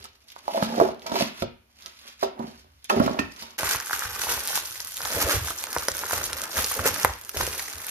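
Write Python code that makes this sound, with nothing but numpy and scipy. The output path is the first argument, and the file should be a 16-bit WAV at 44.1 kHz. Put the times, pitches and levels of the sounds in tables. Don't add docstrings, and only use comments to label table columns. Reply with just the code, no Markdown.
import sys
import numpy as np
from scipy import signal
from scipy.fft import rfft, irfft, next_fast_len
from scipy.io import wavfile
from scipy.ndimage import uniform_filter1d, map_coordinates

SR = 44100
rng = np.random.default_rng(int(sys.argv[2]) if len(sys.argv) > 2 else 0)


def dump(signal):
    limited = np.clip(np.atleast_2d(signal).T, -1, 1)
    pcm = np.round(limited * 32767).astype(np.int16)
    wavfile.write(sys.argv[1], SR, pcm)


def invert_db(x):
    u = np.asarray(x, float) / 20
    return 10 ** u


N = 348390

# frequency in Hz, relative density in dB.
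NOISE_SPECTRUM = [(18, -63.5), (30, -33.5), (71, 15), (103, -43.5), (232, -4.5), (343, -21), (564, -15.5),
                  (7160, -26), (7950, -30.5), (14500, -23.5), (15700, -65.5)]
NOISE_DB = -62.5
# frequency in Hz, t60 in seconds.
ROOM_DECAY = [(150, 0.4), (600, 0.29), (2500, 0.49), (10000, 0.06)]

# start in seconds, peak in dB, strongest pitch in Hz, t60 at 400 Hz in seconds,
# focus in dB lost per octave from that pitch.
KNOCKS = [(0.051, -36.5, 1150, 0.056, 37), (0.363, -28, 1030, 0.012, 35), (0.4799, -12.5, 774, 0.06, 43.5),
          (0.492, -24, 735, 0.12, 32.5), (0.535, -29.5, 660, 0.096, 35), (0.546, -16.5, 660, 0.45, 44.5),
          (0.558, -20.5, 665, 0.21, 40.5), (0.577, -13.5, 710, 0.029, 16), (0.625, -6.5, 790, 0.023, 0.5),
          (0.631, -27.5, 237, 0.36, 25.5), (0.667, -30, 240, 0.22, 24.5), (0.771, -29, 398, 0.05, 11),
          (0.781, -15, 490, 0.072, 35), (0.8, -3.5, 637, 0.049, 11.5), (0.813, -4, 442, 0.07, 24),
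          (0.819, -18, 383, 0.16, 38), (0.85, -14.5, 600, 0.072, 16), (0.872, -34, 239, 0.32, 21),
          (0.888, -19, 640, 0.088, 26), (1.06, -27, 700, 0.24, 5), (1.094, -27, 600, 0.074, 10),
          (1.117, -18.5, 670, 0.067, 15), (1.119, -21, 222, 0.084, 20), (1.157, -16, 750, 0.073, 9),
          (1.208, -14, 472, 0.074, 24), (1.222, -14.5, 262, 0.029, 7), (1.245, -30, 232, 0.15, 31),
          (1.423, -20, 1330, 0.011, 58), (1.422, -15, 413, 0.11, 17.5), (1.857, -38, 256, 0.22, -1),
          (2.228, -11, 660, 0.09, 16), (2.232, -20.5, 383, 0.17, 53), (2.249, -22.5, 557, 0.16, 28),
          (2.394, -20.5, 225, 0.11, 7.5), (2.398, -27.5, 910, 0.17, 36), (2.441, -28, 221, 0.072, 19),
          (2.476, -35.5, 221, 0.081, 29), (2.9, -11.5, 1080, 0.08, 24), (2.908, -18.5, 530, 0.5, 49),
          (2.963, -13.5, 220, 0.052, 22), (2.971, -12.5, 328, 0.1, 24), (2.999, -13, 542, 0.16, 41.5),
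          (3, -4, 203, 0.041, 5.5), (3.062, -12.5, 191, 0.055, 6), (3.078, -13, 866, 0.05, 21),
          (3.095, -16.5, 485, 0.044, 22), (3.108, -22, 209, 0.068, 25), (3.189, -13.5, 960, 0.055, 12),
          (3.194, -16.5, 277, 0.087, 63), (3.422, -34.5, 816, 0.27, -3)]
# frequency in Hz, relative level in dB.
PANEL_MODES = [(140, -29), (200, -13), (232, 6), (275, -5.5), (325, -10.5), (375, -1.5), (450, -2),
               (555, 2), (610, 2.5), (665, 7), (745, -0.5), (830, 5.5), (930, 10), (1050, 4), (1310, 11.5),
               (1550, 5)]
SLAP_DB, BLOW_RISE_S = -20, .003
CONTACT_DB, CONTACT_T60_S = 9, .024
# start in seconds, peak in dB, freedom to ring from 0 to 1.
CLINKS = [(2.898, -17, .2), (3.191, -16.5, .85)]
# frequency in Hz, relative level in dB, t60 in seconds at full freedom.
HARD_MODES = [(1443, -13, .2), (1825, -7, .22), (1860, -15, .15), (2422, -15, .3), (2573, -6, .18),
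              (2620, -3, .12), (2750, -6, .05), (3400, -18, .08), (4167, -20, .12)]
RATTLE_DB = 3
# time in seconds, hiss level in dB, hollow rub over the hiss in dB.
SLIDE = [(0, -51, 0.5), (.13, -70, -2), (.27, -66.5, -2), (.3, -59, -17), (.45, -57, -3),
         (.53, -40.5, -1.5), (.65, -39, 2.5), (.71, -44.5, 9.5), (.79, -40, 14.5), (.88, -44.5, 12),
         (.96, -73, 22), (1.07, -49.5, -1), (1.12, -44.5, 11.5), (1.21, -28, -8.5), (1.33, -55, 5),
         (1.38, -45, -17), (1.42, -42, -10), (1.5, -101, 9), (1.73, -67.5, -11.5), (1.87, -49, -11.5),
         (1.96, -58, -27), (2.09, -48.5, -4), (2.18, -60, -68.5), (2.23, -37.5, -5), (2.36, -85, 37.5),
         (2.43, -52, 19), (2.59, -57.5, -8), (2.67, -70.5, 8.5), (2.885, -63, -37.5), (2.897, -29.5, -7),
         (2.95, -46, 17), (3.04, -40.5, 11.5), (3.11, -46.5, 14.5), (3.23, -50.5, 12.5), (3.33, -55.5, -6),
         (3.43, -44.5, -14), (3.57, -61, -2)]
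# centre in Hz, width in Hz, relative level in dB.
HOLLOW = [(232, 55, 10), (386, 18, 14.5), (640, 290, 6), (965, 67, -2), (2580, 97, -42)]
# frequency in Hz, relative density in dB.
RUB_SPECTRUM = [(100, -18), (210, 0), (1000, 0), (4000, -10)]
# frequency in Hz, relative density in dB.
SCRAPE_SPECTRUM = [(600, -43.5), (1000, -2.5), (1500, -6), (2200, -13), (3000, -17.5), (4500, -35.5)]
SCRAPE_DB, SCRAPE_SHARE = -4.5, 0.18
SET_DOWN_S = 1.68

# time of the peak in seconds, peak in dB, centre in Hz.
TICKS = [(0.0246, -33, 4200), (0.0424, -22, 7000), (0.0554, -28, 3600), (0.0877, -38, 3200),
         (0.1327, -46, 4300), (0.1516, -47, 4300), (0.1551, -44, 2300), (0.2056, -47, 9500),
         (0.2173, -47, 4400), (0.2424, -44, 8800), (0.2784, -41, 10000), (0.2835, -36, 8700),
         (0.289, -34, 3500), (0.3024, -30, 3800), (0.3192, -26, 12700), (0.3581, -38, 5300),
         (0.3624, -37, 2200), (0.3831, -36, 5400), (0.3889, -36, 6300), (0.4798, -27, 2700),
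         (0.6285, -18, 3200), (0.9136, -33, 2600), (0.9462, -37, 4600), (0.9954, -35, 3300),
         (1.02, -30, 3100), (1.0241, -38, 2200), (1.0651, -22, 4200), (1.119, -24, 2900),
         (1.1222, -27, 2800), (1.1402, -26, 4600), (1.156, -24, 1900), (1.189, -20, 4700),
         (1.205, -22, 5000), (1.4207, -25, 3000), (1.4237, -28, 2700), (1.7585, -44, 4100),
         (1.7882, -41, 4400), (1.8013, -43, 2600), (1.823, -30, 3500), (1.8328, -35, 4800),
         (1.8612, -17, 5000), (1.99, -36, 3000), (2.0773, -34, 3600), (2.2314, -22, 2400),
         (2.3932, -31, 4600), (2.8442, -24, 8800), (2.8473, -33, 7600), (2.8988, -17, 2700),
         (2.9592, -27, 2300), (2.9966, -26, 2200), (3.0623, -20, 3000), (3.1326, -29, 4700),
         (3.1914, -15, 2700), (3.1944, -19, 2700), (3.32, -33, 4800), (3.363, -30, 4800),
         (3.3682, -32, 4800), (3.3916, -30, 3600), (3.4009, -32, 2200), (3.409, -31, 4500),
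         (3.4242, -22, 3800), (3.5073, -33, 4500)]
# frequency in Hz, relative density in dB.
CARD_SPECTRUM = [(1200, -14), (2200, -4), (3000, -3.5), (5000, -2.5), (7000, -8.5), (10000, -17.5),
                 (13000, -6), (16000, -34)]
BRUSH_DB, BRUSH_T60_S = -20, 0.023
# frequency in Hz, relative density in dB.
CRACK_SPECTRUM = [(1000, -16), (2000, -3), (4000, 0), (6500, 1), (9500, -4), (12500, 3), (15800, 3)]

# start in seconds, level in dB, t60 of the rush in seconds,
# pitch of the swing in Hz.
WAFTS = [(0, -53, 0.4, 60), (.62, -48, 0.72, 89.4), (0.781, -44.5, 0.4, 103), (1.12, -63, .5, 128),
         (1.21, -63, 0.34, 110), (1.418, -30, 0.34, 136), (2.23, -52.5, 0.79, 70.2), (2.392, -57, 2.2, 137),
         (2.956, -27.5, 0.55, 117), (3.192, -42, 0.66, 81.5), (3.63, -31.5, 0.3, 76),
         (3.751, -32, 0.13, 70), (3.93, -47, .5, 65), (4.049, -31, 0.37, 69.5), (4.19, -53, .4, 65),
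         (4.269, -43, 0.4, 70), (4.37, -44, 0.2, 65), (4.521, -55.5, 7.1, 59.7), (5.03, -43, .5, 65),
         (5.152, -29.5, 0.46, 98.4), (5.24, -24, 0.18, 65), (5.341, -20.5, 0.38, 51),
         (5.769, -37, 0.23, 71), (5.909, -36, 0.29, 65), (6.02, -69, 0.52, 65), (6.134, -36, 1.2, 84),
         (6.571, -34.5, .4, 70.5), (6.792, -26, 0.26, 89), (6.902, -33, 0.25, 80), (7.041, -28.5, 0.43, 83),
         (7.361, -29, 0.46, 77.5), (7.42, -21, 0.13, 69), (7.5, -47, 0.52, 70.4), (7.74, -47, .5, 81.6)]
# frequency in Hz, relative density in dB.
AIR_SPECTRUM = [(15, -38.5), (25, -5.5), (43, 1.5), (70, 9.5), (93, 1.5), (150, -9.5), (200, -47),
                (330, -120)]
WAFT_RISE_S, STIR_DB = 0.00037, -65.5
SWING_DB, SWING_SHARE = 1, 0.54

# time in seconds, crackle level in dB,
# sheet drumming over the crackle in dB.
CRUMPLE = [(3.58, -34.5, -8), (3.6, -33.5, -2.5), (3.65, -32.5, -5), (3.72, -31, -7), (3.79, -39.5, -4),
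           (3.89, -36, -11.5), (3.93, -33, -6), (4.1, -36.5, -5.5), (4.34, -31, -8.5), (4.43, -34.5, -10.5),
           (4.48, -33.5, -12), (4.52, -33, -13.5), (4.56, -31.5, -12), (4.63, -36, -14), (4.96, -38.5, -19),
           (4.975, -34.5, -14.5), (5.04, -34.5, -8), (5.17, -31.5, -7), (5.25, -33.5, -5),
           (5.32, -29, -4.5), (5.4, -36.5, -11), (5.5, -33, -11), (5.55, -37.5, -13.5), (5.77, -36.5, -6.5),
           (5.87, -36.5, -10), (6.08, -35, -8.5), (6.15, -32, -8), (6.22, -36.5, -4.5),
           (6.25, -33.5, -11.5), (6.32, -40, -3.5), (6.42, -35.5, -10), (6.437, -33, -6), (6.45, -40, -2),
           (6.5, -38.5, -9.5), (6.55, -34, -8), (6.58, -30, -3), (6.69, -35, -14.5), (6.75, -33, -7),
           (6.83, -37.5, -1.5), (6.86, -29.5, -2.5), (6.92, -34.5, -10), (7.05, -33.5, -6),
           (7.16, -43.5, -12), (7.32, -39.5, -13), (7.37, -33.5, -8), (7.42, -33.5, -6.5), (7.54, -35, -12),
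           (7.6, -32.5, -14), (7.64, -37, -13), (7.81, -38.5, -7.5), (7.9, -33.5, -15.5)]
# frequency in Hz, relative density in dB.
FILM_SPECTRUM = [(1200, -14.5), (2200, -5.5), (3500, 0.5), (5000, 2), (6200, 4), (7500, 4), (9000, 3.5),
                 (11000, 4.5), (13000, 4), (14500, -1.5), (15800, -2.5)]
# frequency in Hz, relative density in dB.
SHEET_SPECTRUM = [(290, -22), (500, -12), (545, -25), (672, -13.5), (822, -4), (1010, -5), (1470, -1.5),
                  (2800, -13.5), (3640, -29), (6160, -120)]
# frequency in Hz, relative density in dB.
FOLD_SPECTRUM = [(76, -3), (130, -12.5), (302, -4.5), (539, 0.5), (672, -2.5), (800, -36), (1040, -36),
                 (1760, -120)]
CALM_RATE_HZ, CALM_DB, DENSER = 300, -38, 1.7
FLAP_DB, FLAP_GROWS, FLAP_PIVOT_DB = -47, 1.61, -40
# time in seconds, flapping over the rule above in dB.
SLACK = [(3.58, 5), (4, -10.5), (4.3, 4), (4.9, 2.5), (5.2, 8.5), (6.2, 6.5), (6.9, 5), (7.25, 7),
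         (7.45, 7.5), (7.9, 2.5)]
# time of the peak in seconds, peak in dB, centre in Hz.
SNAPS = [(3.5875, -16, 6000), (3.6095, -14, 8800), (3.6325, -11, 6300), (3.6904, -10, 7400),
         (3.7125, -7, 11400), (3.7603, -10, 6400), (3.8016, -11, 5700), (3.8097, -19, 8700),
         (3.8576, -24, 10900), (3.861, -15, 12100), (3.9312, -15, 4500), (3.977, -17, 11200),
         (3.9934, -10, 9700), (4.0086, -16, 12000), (4.0246, -20, 7500), (4.0563, -19, 9300),
         (4.1496, -18, 7100), (4.1536, -18, 8700), (4.4552, -15, 12600), (4.4747, -6, 9900),
         (4.4805, -10, 7700), (4.5564, -5, 10200), (4.5761, -9, 4600), (4.661, -19, 8700),
         (4.6677, -19, 12100), (4.7097, -19, 7900), (4.7569, -25, 3200), (4.8046, -21, 6500),
         (4.8146, -21, 10200), (4.8284, -20, 8500), (4.8489, -17, 12300), (4.8731, -22, 5700),
         (4.9066, -25, 7100), (4.9281, -24, 8000), (4.9423, -21, 7200), (4.9698, -9, 6200),
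         (4.9778, -15, 7300), (5.0183, -16, 4600), (5.0518, -16, 4100), (5.2885, -11, 11000),
         (5.4489, -11, 13700), (5.4855, -14, 5200), (5.5052, -10, 8500), (5.5637, -23, 7000),
         (5.5765, -20, 11300), (5.6127, -22, 6000), (5.6345, -16, 7200), (5.6397, -10, 6700),
         (5.6591, -21, 10100), (5.6693, -17, 5600), (5.73, -10, 8300), (5.7444, -15, 11900),
         (5.7481, -18, 8200), (5.7635, -18, 8300), (5.7746, -16, 5300), (5.7847, -10, 6000),
         (5.7925, -17, 8100), (5.7976, -16, 6600), (5.8366, -22, 5900), (5.8612, -23, 10900),
         (5.8838, -8, 9000), (5.8852, -3, 5900), (5.9177, -11, 6300), (5.9509, -19, 10100),
         (5.9693, -7, 10100), (5.9812, -15, 8800), (5.9913, -11, 7100), (6.0023, -17, 12500),
         (6.0161, -18, 9900), (6.0874, -20, 9500), (6.0981, -12, 9800), (6.1098, -11, 5800),
         (6.1224, -8, 6700), (6.1305, -11, 10400), (6.1348, -8, 9500), (6.2662, -19, 8100),
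         (6.3316, -9, 6100), (6.3347, -24, 5500), (6.3507, -23, 10500), (6.3728, -21, 5900),
         (6.4178, -8, 6200), (6.4376, -14, 6800), (6.4561, -21, 7200), (6.5304, -20, 7200),
         (6.5435, -18, 3700), (6.5713, -6, 6500), (6.5801, -6, 8600), (6.6227, -8, 10400),
         (6.6447, -3, 7700), (6.6709, -10, 12000), (6.6849, -14, 9400), (6.6993, -11, 11300),
         (6.7046, -15, 7200), (6.7126, -11, 6400), (6.717, -7, 11500), (6.7206, -9, 12400),
         (6.7415, -10, 7000), (6.7514, -9, 12600), (6.7688, -14, 8500), (6.7793, -14, 7400),
         (6.7894, -16, 8400), (6.8395, -19, 8200), (6.856, -7, 9800), (6.863, -10, 8100),
         (6.9438, -10, 8200), (6.962, -16, 5900), (6.9985, -10, 10500), (7.0279, -15, 7400),
         (7.0326, -9, 8000), (7.048, 3, 8600), (7.1343, -26, 8700), (7.2139, -22, 10200),
         (7.2495, -19, 9400), (7.2776, -30, 9500), (7.2905, -27, 8800), (7.2937, -9, 10900),
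         (7.2968, -28, 9100), (7.3543, -20, 12000), (7.405, -14, 12500), (7.421, -14, 10000),
         (7.4674, -9, 8300), (7.515, -16, 7600), (7.5493, -17, 9100), (7.5951, -16, 5100),
         (7.6225, -10, 13200), (7.6577, -23, 3900), (7.6941, -24, 9300), (7.7289, -19, 6000),
         (7.7664, -23, 9200), (7.7833, -19, 9700), (7.8027, -23, 9900), (7.8171, -22, 9000),
         (7.8253, -22, 10800), (7.8465, -16, 7800), (7.8675, -8, 12100), (7.8939, -17, 11400)]
SHUDDER_DB, SHUDDER_T60_S = -54.5, 0.014
# start in seconds, peak in dB, pitch in Hz, mean crack over pitch in dB.
POPS = [(3.587, -21.5, 1450, 10), (3.631, -14, 1080, 27), (3.747, -14.5, 1410, 21),
        (3.802, -21.5, 1560, -17), (3.869, -28, 1390, -7), (3.896, -19.5, 1460, -4),
        (3.908, -14.5, 1360, 0), (3.931, -11, 1500, -11), (4.021, -17.5, 1400, 0), (4.052, -25, 1580, -12),
        (4.236, -20.5, 935, 6), (4.269, -18.5, 920, -16), (4.288, -24, 1320, -10), (4.376, -22, 940, 6),
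        (4.504, -23, 760, 0), (4.53, -25, 1390, -8), (4.575, -16, 1410, 19), (4.662, -36, 1510, -10),
        (4.717, -34, 1380, -12), (4.756, -30, 1870, -15), (4.804, -30.5, 1870, -9), (5.004, -21.5, 1400, 5),
        (5.054, -19.5, 850, 10), (5.156, -23, 1140, -4), (5.395, -27, 1140, -10), (5.475, -26, 1070, 0),
        (5.483, -20, 1610, -10), (5.507, -20, 1250, -20), (5.612, -34, 1180, -8), (5.639, -25.5, 1080, 3),
        (5.67, -26.5, 1250, -1), (5.746, -33, 1440, -11), (5.763, -8, 514, 7.5), (5.827, -24, 1180, -15),
        (5.883, -10.5, 525, 8.5), (5.95, -26, 1410, -10), (5.99, -37, 1210, 4), (6.035, -16, 1410, 7),
        (6.062, -23.5, 1580, -25), (6.097, -27, 1090, 0), (6.109, -15, 1370, 1), (6.131, -15, 660, 1.5),
        (6.16, -27, 1220, 0), (6.213, -22.5, 1320, -13), (6.331, -30, 1330, -10), (6.407, -26, 1280, -13),
        (6.435, -28, 1420, 0), (6.495, -27, 810, 3), (6.53, -28, 1390, -5), (6.568, -18, 1700, -30),
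        (6.714, -18, 1160, -5), (6.741, -34, 1510, -8), (6.792, -15, 1270, -7), (6.856, -9, 460, 3),
        (6.96, -21, 1260, -4), (6.992, -23.5, 1960, -13), (7.047, 1, 540, 11.5), (7.293, -31, 1455, -23),
        (7.344, -23, 418, 2), (7.364, -21, 607, -5), (7.408, -10.5, 940, 35), (7.475, -20, 482, -1.5),
        (7.542, -26.5, 1800, 4), (7.594, -20, 2110, -9), (7.602, -25, 1470, 0), (7.657, -31, 2000, -21),
        (7.681, -27, 2000, -21), (7.729, -41, 1510, -5), (7.799, -31, 1900, -20), (7.842, -29, 1930, -16),
        (7.881, -29, 2420, -14)]
POP_CYCLES = 9.1

# frequency in Hz, gain in dB on what both sides share.
SHARED_GAIN = [(6000, -1), (6900, -3), (7500, -6.5), (8200, -9.5), (8900, -0.5), (9700, 2), (13200, -2.5),
               (14000, -1), (14600, -18), (15800, -23)]
# frequency in Hz, gain in dB on what parts the two sides.
PARTED_GAIN = [(9800, 0), (10350, -17.5), (10700, -27.5), (12300, -24.5), (12900, -5), (13800, 1.5)]
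TOP_HZ = 15900


def unit(x):
    return x / np.sqrt(np.mean(x ** 2) + 1e-20)


def along(points, hz):
    f, v = np.transpose(points)
    return np.interp(np.log(hz + 1), np.log(f + 1), v)


def filtered(x, response):
    m = next_fast_len(N + SR // 2)
    return irfft(rfft(x, m) * response(np.fft.rfftfreq(m, 1 / SR)), m)[..., :N]


def add(track, s, db, sound):
    spot = track[max(round(s * SR), 0):][:len(sound)]
    spot += invert_db(db) * sound[:len(spot)] / np.abs(sound).max()


def levels(rows):
    s, first, *rest = np.transpose(rows)
    t = np.arange(N) / SR
    return [np.interp(t, s, first, -120, -120)] + [np.interp(t, s, c) for c in rest]


def bursts(events, rise_s):
    out = np.zeros(N)
    for s, db, t60 in events:
        t = np.arange(round(np.clip(t60, .01, 1) * SR)) / SR
        add(out, s, db, (1 - np.exp(-t / rise_s)) * invert_db(-60 * t / max(t60, .01)))
    return out


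def ticks(rate, spread_db, cap_db, bed, clump_db):
    clumps = map_coordinates(rng.standard_normal(int(N * 40 / SR) + 4), [np.arange(N) * 40 / SR])
    size_db = np.minimum(spread_db * rng.exponential(size=N), cap_db)
    sizes = (rng.random(N) < rate / SR) * invert_db(size_db)
    puffs = signal.fftconvolve(sizes, np.hanning(36))[:N] * rng.standard_normal(N)
    return unit((unit(puffs) + bed * rng.standard_normal(N)) * invert_db(clump_db * clumps))


def grains(spectrum, **how):
    return unit(filtered(ticks(**how), lambda hz: invert_db(along(spectrum, hz))))


def clicks(events, peak_ms):
    out = np.zeros(N)
    t = np.arange(400) / SR * 1000 / peak_ms
    f = np.fft.rfftfreq(400, 1 / SR)
    for (s, db, hz), puff in zip(events, rng.standard_normal((len(events), 400))):
        broad = .7 * np.minimum(1, 1.5 * hz / (f + 1))
        centred = np.exp(-np.log((f + 1) / hz) ** 2 / 0.2)
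        colour = invert_db(along(CRACK_SPECTRUM, f)) * (broad + centred)
        add(out, s - peak_ms / 1000, db, irfft(rfft(puff) * colour) * t ** 2 * np.exp(-2 * t))
    return out


def ring(hz, db, t60, t, attack):
    hz, db, t60 = (np.reshape(v, (-1, 1)) for v in (hz, db, t60))
    modes = invert_db(db - 60 * t / t60) * np.sin(2 * np.pi * hz * t)
    return modes.sum(0) * (1 - np.exp(-t / attack))


def room_tail(early_ms, alike_hz):
    hz, t, z = signal.stft(rng.standard_normal((2, SR // 3)), SR, nperseg=256)
    alike = 1 / (1 + (hz[:, None] / alike_hz) ** 2)
    z[1] = alike * z[0] + np.sqrt(1 - alike ** 2) * z[1]
    late = invert_db(-60 * t / along(ROOM_DECAY, hz)[:, None])
    early = 2.2 * invert_db(-60 * t / (early_ms / 1000))
    tail = signal.istft(z * (late + early), SR, nperseg=256)[1]
    return tail / np.linalg.norm(tail[0])


def placed(x, lag_ms, pan_db, room_db, early_ms, alike_hz):
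    delayed = filtered(x, lambda f: np.exp(-2j * np.pi * f * lag_ms / 1000))

    def shade_db(f):
        return pan_db / 2 * f * f / (f * f + 350 ** 2)

    left = filtered(delayed, lambda f: invert_db(shade_db(f)))
    right = filtered(x, lambda f: invert_db(-shade_db(f)))
    out = np.pad([left, right], [(0, 0), (0, SR)])
    step = SR // 5
    for start in range(0, N, step):
        part = x[None, start:start + step]
        if not part.any():
            continue
        wet = signal.fftconvolve(part, room_tail(early_ms, alike_hz), axes=1)
        begin = start + 90
        out[:, begin:begin + wet.shape[1]] += invert_db(room_db) * wet
    return out[:, :N]


def floor():
    a, b = filtered(rng.standard_normal((2, N)), lambda hz: invert_db(along(NOISE_SPECTRUM, hz)))
    b = filtered(b, lambda hz: (1j * hz / (250 + 1j * hz)) ** 2)
    return invert_db(NOISE_DB) * unit(np.array([a + b, a - b]))


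def sliding():
    def hollow(f):
        total = 0
        for k, (centre, width, db) in enumerate(HOLLOW):
            resonance = 1j * f * width / (centre * centre - f * f + 1j * f * width)
            total = total + (-1) ** k * invert_db(db) * resonance
        return total

    hiss_db, over_db = levels(SLIDE)
    rub = grains(RUB_SPECTRUM, rate=250, spread_db=3, cap_db=6, bed=.8, clump_db=2.5)
    scrape = grains(SCRAPE_SPECTRUM, rate=400, spread_db=3, cap_db=6, bed=.7, clump_db=2)
    out = invert_db(hiss_db + over_db) * unit(filtered(rub, hollow))
    return out + invert_db(hiss_db + SCRAPE_SHARE * over_db + SCRAPE_DB) * scrape


def knocks():
    out, t = np.zeros(N), np.arange(SR // 3) / SR
    hz, level = np.transpose(PANEL_MODES)
    pressed = 1 + invert_db(CONTACT_DB - 60 * t / CONTACT_T60_S)
    for s, db, pitch, t60, focus_db in KNOCKS:
        share = level - focus_db * np.abs(np.log2(hz / pitch))
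        share += rng.normal(0, 2, len(hz))
        detune = 1 + .015 * rng.standard_normal(len(hz))
        decay = max(t60, .01) * (400 / hz) ** 0.47
        add(out, s, db, ring(hz * detune, share, decay, t, BLOW_RISE_S) * pressed)
        slap = np.diff(uniform_filter1d(rng.standard_normal(len(t) + 1), size=5))
        add(out, s, db + SLAP_DB, slap * invert_db(-60 * t / 0.015))
    return out


def clinks():
    out, t = np.zeros(N), np.arange(SR // 3) / SR
    hz, level, t60 = np.transpose(HARD_MODES)
    for s, db, free in CLINKS:
        wander = uniform_filter1d(rng.standard_normal((len(hz), len(t))), size=300)
        chatter = invert_db(RATTLE_DB * unit(wander))
        modes = zip(chatter, hz, level, free * t60)
        add(out, s, db, sum(c * ring(*mode, t, 0.00022) for c, *mode in modes))
    return out


def flaps():
    brushes = [(s, db + BRUSH_DB, BRUSH_T60_S) for s, db, _ in TICKS]
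    hiss = invert_db(levels(SLIDE)[0]) + bursts(brushes, rise_s=0.004)
    return hiss * grains(CARD_SPECTRUM, rate=500, spread_db=3, cap_db=8, bed=.8, clump_db=2)


def thumps():
    mid, side = (grains(AIR_SPECTRUM, rate=60, spread_db=0, cap_db=1, bed=2, clump_db=2) for _ in range(2))
    swing, t = np.zeros(N), np.arange(SR // 3) / SR
    for s, db, t60, hz in WAFTS:
        decay = max(SWING_SHARE * t60, .02)
        add(swing, s, db + SWING_DB, ring([hz], [0], [decay], t, WAFT_RISE_S))
    rush = invert_db(STIR_DB) + bursts([row[:3] for row in WAFTS], WAFT_RISE_S)
    return swing + rush * np.array([mid + .2 * side, mid - .2 * side])


def crackle():
    film_db, over_db = levels(CRUMPLE)
    drum_db = film_db + over_db
    slack_db = np.interp(np.arange(N) / SR, *np.transpose(SLACK))
    flap_db = FLAP_DB + FLAP_GROWS * (drum_db - FLAP_PIVOT_DB) + slack_db
    shudders = [(s, db + SHUDDER_DB, SHUDDER_T60_S) for s, db, _ in SNAPS]
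    film = invert_db(film_db) + bursts(shudders, rise_s=0.0014)
    rate = CALM_RATE_HZ * invert_db(DENSER * (film_db - CALM_DB))
    buckling = ticks(rate=rate, spread_db=4, cap_db=8, bed=.25, clump_db=2.5)
    drumming = 1.08 * buckling + ticks(rate=400, spread_db=3, cap_db=8, bed=0.3, clump_db=3.5)
    out = film * unit(filtered(buckling, lambda hz: invert_db(along(FILM_SPECTRUM, hz))))
    out += invert_db(drum_db) * unit(filtered(drumming, lambda hz: invert_db(along(SHEET_SPECTRUM, hz))))
    out += invert_db(flap_db) * grains(FOLD_SPECTRUM, rate=200, spread_db=0.5, cap_db=7, bed=0.59, clump_db=3)
    return out / np.sqrt(2)


def pops():
    out, t = np.zeros(N), np.arange(SR // 20) / SR
    swell = np.minimum(t / 0.0012, 1) ** 2
    for (s, db, hz, crack_db), chance in zip(POPS, rng.standard_normal((len(POPS), 4))):
        parts = [0, crack_db, crack_db, crack_db - 4] + 1.5 * chance
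        t60 = [POP_CYCLES / hz, .008, .007, .006]
        add(out, s, db, swell * ring([hz, 950, 1450, 2000], parts, t60, t, 0.00021))
    return out


def scene():
    card = sliding() + knocks() + clinks()
    held = np.arange(N) < SET_DOWN_S * SR
    flap_ticks, snaps = clicks(TICKS, peak_ms=.35), clicks(SNAPS, peak_ms=.3)
    right = placed(card * held, lag_ms=.33, pan_db=-6.5, room_db=-6.5, early_ms=10, alike_hz=250)
    right += placed(card * ~held, lag_ms=.41, pan_db=-6.5, room_db=-6.5, early_ms=10, alike_hz=250)
    right += placed(flaps(), lag_ms=.11, pan_db=-3.5, room_db=-3, early_ms=10, alike_hz=250)
    right += placed(flap_ticks, lag_ms=.03, pan_db=-4, room_db=-8, early_ms=10, alike_hz=250)
    front = placed(crackle(), lag_ms=.15, pan_db=-2.6, room_db=-4, early_ms=8, alike_hz=1300)
    front += placed(crackle(), lag_ms=.06, pan_db=-1.4, room_db=-4, early_ms=8, alike_hz=1300)
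    front += placed(snaps, lag_ms=.025, pan_db=-2.5, room_db=-9, early_ms=30, alike_hz=600)
    front += placed(pops(), lag_ms=.07, pan_db=-1.2, room_db=-7, early_ms=30, alike_hz=600)
    return floor() + right + thumps() + front


def band_limit(x):
    return signal.sosfilt(signal.butter(12, 15870, fs=SR, output="sos"), x)


def record(dry):
    left, right = dry
    mid = filtered((left + right) / 2, lambda hz: invert_db(along(SHARED_GAIN, hz)))
    side = filtered((left - right) / 2, lambda hz: invert_db(along(PARTED_GAIN, hz)))
    pair = np.array([mid + side, mid - side])
    pair = filtered(pair, lambda hz: (1j * hz / (48 + 1j * hz)) ** 3 * (hz < TOP_HZ))
    return band_limit(np.clip(pair, -1, 1))


dry = scene()
out = record(dry)
dump(out)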